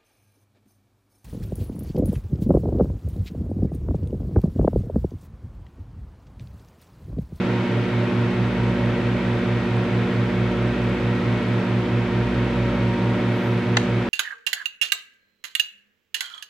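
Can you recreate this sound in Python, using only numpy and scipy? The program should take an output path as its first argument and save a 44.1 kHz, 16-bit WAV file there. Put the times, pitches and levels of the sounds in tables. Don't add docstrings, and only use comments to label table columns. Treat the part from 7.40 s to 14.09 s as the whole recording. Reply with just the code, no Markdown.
import sys
import numpy as np
from scipy import signal
from scipy.fft import rfft, irfft, next_fast_len
from scipy.io import wavfile
from scipy.ndimage import map_coordinates

SR = 44100
rng = np.random.default_rng(int(sys.argv[2]) if len(sys.argv) > 2 else 0)


def transcribe(u):
    v = np.clip(np.atleast_2d(u).T, -1, 1)
    q = np.round(v * 32767).astype(np.int16)
    wavfile.write(sys.argv[1], SR, q)


N = 295029
TIME = np.arange(N) / SR

MAINS_HZ, MOTOR_HZ, FAN_HZ = 59.97, 57.71, 46.773
GEAR_HZ = 18.6
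THROB_LOW_S = 0.04
THROB_DB = -27.5
SAG_S, SAG_PERIOD_S = 1.74, 1.7
SAG_DB, RIPPLE_DB = 1.5, 0.8
WHISTLE_DB, WHISTLE_RISE_DB = -47.5, 4
WHISTLE_CREST_S, WHISTLE_WIDTH_S = 5.0, 0.9
JET_START_S, JET_LENGTH_S, JET_DB = 5.8, 0.49, -64
JET_LOW_HZ, JET_RISE_HZ = 8300, 3600
TOP_HZ = 15720

# (multiple of the mains, level/dB rms, left over right/dB)
HUM_TONES = [(1, -56, -1.2), (2, -28.5, -1.5), (3, -43.5, -0.5), (4, -29.5, -1.2), (5, -55.5, 2.5),
             (6, -32, -1), (8, -38.5, 0), (10, -44.5, -3.5), (12, -48.5, 5.5), (14, -53.5, 11.5),
             (16, -59.5, -4), (18, -51, -3.5), (20, -54.5, 4.5), (22, -52.5, 1), (26, -51, 3),
             (28, -54.5, 3.5), (49, -67, -4.5), (77, -81.5, 3.5)]
# (f/Hz, relative level/dB)
BUZZ_COLOUR = [(600, -39), (1200, -10.0), (2600, -1.0), (4000, -5), (6000, -13.5), (10000, -38.5)]
# (t/s, level/dB rms)
MOTOR_SHAKE = [(0.0, -44), (0.86, -50), (1.08, -35), (2.64, -42), (2.7, -52), (2.87, -37), (3.37, -34),
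               (4.04, -41), (4.1, -49), (4.9, -32.5), (5.35, -32.5), (6.24, -54), (6.5, -38), (6.69, -48)]
# (multiple of the shaft's turning, level/dB rms, left over right/dB)
BLADE_TONES = [(1, -58.5, 0.5), (2, -51, -0.5), (4, -29, -1.6), (8, -47.5, 2), (9, -63.5, -0.5),
               (12, -42.5, 1.5), (16, -52, -7)]
# (f/Hz, relative level per Hz/dB)
AIR_RUSH = [(22, -30.5), (35, -31), (60, -13.5), (130, -0.74), (300, 0.5), (480, -17), (700, -15.5),
            (1300, -17.5), (2500, -14.5), (3600, -22), (5000, -33.5), (7000, -41), (10000, -48),
            (15500, -58)]
# (f/Hz, width/Hz, boost or cut/dB)
CASE_RESONANCES = [(86, 4, 4.5), (101, 6, -8), (163.6, 10.2, -10.5), (199, 32, 2.5), (216.4, 17, -7),
                   (251, 17, -4), (326, 23, 2), (457.4, 79.5, 12.5), (513, 11, 7), (593, 67, 12.5),
                   (930, 170, 7), (1227, 177, -5), (1298, 320, 10), (1547, 99, 2), (1888, 136, 5.5),
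                   (2203, 23, 8.5), (2825, 130, -4), (8094, 270, 2)]
# (f/Hz, likeness, 1 = the same and 0 = unrelated)
EAR_LIKENESS = [(100, 0.94), (300, 0.98), (600, 0.87), (1300, 0.77), (2600, 0.66), (5000, 0.66), (9000, 0),
                (15000, 0)]
# (f/Hz, left over right/dB)
RUSH_LEAN = [(100, -2.2), (300, 1), (700, -3.5), (1400, -0.2), (2800, .7), (5500, -0.5), (12000, -.8)]
# (t/s, relative level/dB)
SNAP_CONTACTS = [(6.3695, -12.5), (6.371, -11.5), (6.3722, -9), (6.3754, -15.5)]
# (f/Hz, relative level/dB, time to fade by 60 dB/s)
DOOR_MODES = [(650, -9, .028), (820, -9, 0.025), (1040, -7, .019), (1490, -4, 0.029), (1800, -3, .02),
              (2080, -4, 0.021), (2790, -1.5, 0.012), (3110, -3, .012), (3890, -1.5, 0.013),
              (4530, -1.5, 0.0075), (6080, -1, 0.0055)]
# (f/Hz, boost or cut/dB)
SNAP_COLOUR = [(200, -9), (700, 4.5), (4500, 1.5), (5400, -2.5), (6500, 1.5), (7400, 2), (8500, -8),
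               (13000, -21), (15000, -33)]
# (f/Hz, time to fade by 60 dB/s)
KITCHEN_FADE = [(200, .35), (2000, 0.56), (7000, 0.45), (14000, 0.32)]


def amp(db):
    return 10 ** (np.asarray(db) / 20)


def unit(x):
    return x / np.sqrt(np.mean(x ** 2) + 1e-20)


def along(points, hz):
    f, v = np.transpose(points)
    return np.interp(np.log(hz + 1), np.log(f + 1), v)


def wobble(rate):
    points = rng.standard_normal(int(N * rate / SR) + 4)
    return map_coordinates(points, [TIME * rate], mode="nearest")


def cycle_of(crest_s, period_s):
    return np.cos(2 * np.pi * (TIME - crest_s) / period_s)


def filtered(x, response):
    m = next_fast_len(N + SR // 2)
    spectrum = rfft(x, m) * response(np.fft.rfftfreq(m, 1 / SR))
    return irfft(spectrum, m)[..., :N]


def band(centre_hz, width_hz):
    noise = rng.standard_normal((2, N))
    return unit(filtered(noise, lambda hz: 1 / (1 + ((hz - centre_hz) / width_hz) ** 2)))


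def panned(x, lean_db):
    return x * amp(np.array([[.5], [-.5]]) * lean_db)


def tones(turns, orders, flutter_db):
    out = np.zeros((2, N))
    for order, db, lean_db in orders:
        k = round(order)
        waver = flutter_db * np.sqrt(min(k, 20)) * wobble(3.93)
        shift = k ** 2 / 16 + rng.random() * (k > 10)
        tone = np.sqrt(2) * np.sin(2 * np.pi * (k * turns + shift))
        out += panned(amp(db + waver) * tone, lean_db)
    return out


def transformer():
    turns = MAINS_HZ * (TIME - THROB_LOW_S)
    cycles = rng.standard_normal((2, round(SR / MAINS_HZ)))
    comb = np.array([np.interp(turns, np.arange(len(c)) / len(c), c, period=1) for c in cycles])
    buzz = unit(filtered(comb, lambda hz: amp(along(BUZZ_COLOUR, hz))))
    buzz_level = amp(-50.0 + 0.8 * wobble(2.8))
    return tones(turns, HUM_TONES, flutter_db=0.35) + buzz_level * buzz


def motor():
    angle = 2 * np.pi * (MOTOR_HZ * (TIME - THROB_LOW_S) + 0.006 * wobble(3))
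    shake = amp(np.interp(TIME, *np.transpose(MOTOR_SHAKE))) * np.sin(angle)
    sag = SAG_DB * cycle_of(SAG_S, SAG_PERIOD_S)
    ripple = RIPPLE_DB * cycle_of(SAG_S, SAG_PERIOD_S / 2)
    throb = -amp(THROB_DB - sag - ripple) * np.cos(2 * angle)
    overtone = amp(-44 + 2 * wobble(3)) * np.sin(4 * angle)
    return panned(np.sqrt(2) * (shake + throb + overtone), -1.4)


def case_db(hz):
    return sum(db / (1 + (2 * (hz - centre) / width) ** 2) for centre, width, db in CASE_RESONANCES)


def air_rush():
    pulsing = 1 + 0.038 * np.cos(2 * np.pi * 2 * MAINS_HZ * TIME)

    def shared_and_opposed(hz):
        mix = np.arccos(np.clip(along(EAR_LIKENESS, hz), -1, 1)) / 2
        return amp(along(AIR_RUSH, hz) + case_db(hz)) * [np.cos(mix), np.sin(mix)]

    mid, side = filtered(pulsing * rng.standard_normal((2, N)), shared_and_opposed)
    ears = np.array([mid + side, mid - side])
    return unit(filtered(ears, lambda hz: panned(1, along(RUSH_LEAN, hz))))


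def fan():
    turns = FAN_HZ * TIME + 0.006 * wobble(1.5) + 0.0012 * wobble(14)
    swell = np.exp(-((TIME - WHISTLE_CREST_S) / WHISTLE_WIDTH_S) ** 2)
    whistle_level = amp(WHISTLE_DB + WHISTLE_RISE_DB * swell + 2.4 * wobble(4.8))
    whistle = whistle_level * np.sqrt(2) * np.sin(2 * np.pi * 20 * turns)
    rush = amp(-28.0 + 0.2 * wobble(2.7)) * air_rush()
    return tones(turns, BLADE_TONES, flutter_db=0.68) + whistle + rush


def turntable():
    ticks = np.exp(3 * (np.cos(2 * np.pi * GEAR_HZ * TIME) - 1))
    clusters = amp(3.5 * np.tanh(wobble(3.4)))
    return amp(-73) * unit(ticks * clusters) * band(centre_hz=8120, width_hz=80)


def vapour():
    pressure = np.sin(np.pi * np.clip((TIME - JET_START_S) / JET_LENGTH_S, 0, 1))
    hiss = band(centre_hz=0, width_hz=600)
    pitch_hz = JET_LOW_HZ + JET_RISE_HZ * pressure
    glide = np.sqrt(2) * np.cos(2 * np.pi * np.cumsum(pitch_hz) / SR)
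    return amp(JET_DB) * np.abs(pressure) ** 1.3 * hiss * glide


def door_ring(t):
    return sum(amp(level - 60 * t / t60) * np.sin(2 * np.pi * (hz * t + rng.random((2, 1))))
               for hz, level, t60 in DOOR_MODES)


def snap():
    out = np.zeros((2, N + SR))
    t = np.arange(SR // 4) / SR
    for contact_s, db in SNAP_CONTACTS:
        ring = door_ring(t)
        fading = amp(-3.5 - 60 * t / 0.007) + amp(-26.5 - 60 * t / 0.3)
        crack = fading * rng.standard_normal((2, len(t)))
        start = round(contact_s * SR)
        out[:, start:start + len(t)] += amp(db - 6.5) * (ring + crack)
    return filtered(out[:, :N], lambda hz: amp(along(SNAP_COLOUR, hz)))


def kitchen(x):
    hz, t, z = signal.stft(rng.standard_normal((2, SR // 2)), SR, nperseg=256)
    fade = amp(-60 * t / along(KITCHEN_FADE, hz)[:, None])
    tail = signal.istft(z * fade, SR, nperseg=256)[1]
    return signal.fftconvolve(x, tail / np.linalg.norm(tail[0]), axes=1)[:, :N]


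def scene():
    oven = transformer() + motor() + fan() + turntable()
    hiss = vapour()
    click = snap()
    return oven + hiss + click + amp(-13.5) * kitchen(click)


def record(dry):
    low_pass = signal.ellip(10, .05, 80, TOP_HZ, fs=SR, output="sos")
    return signal.sosfiltfilt(low_pass, dry)


dry = scene()
out = record(dry)
transcribe(out)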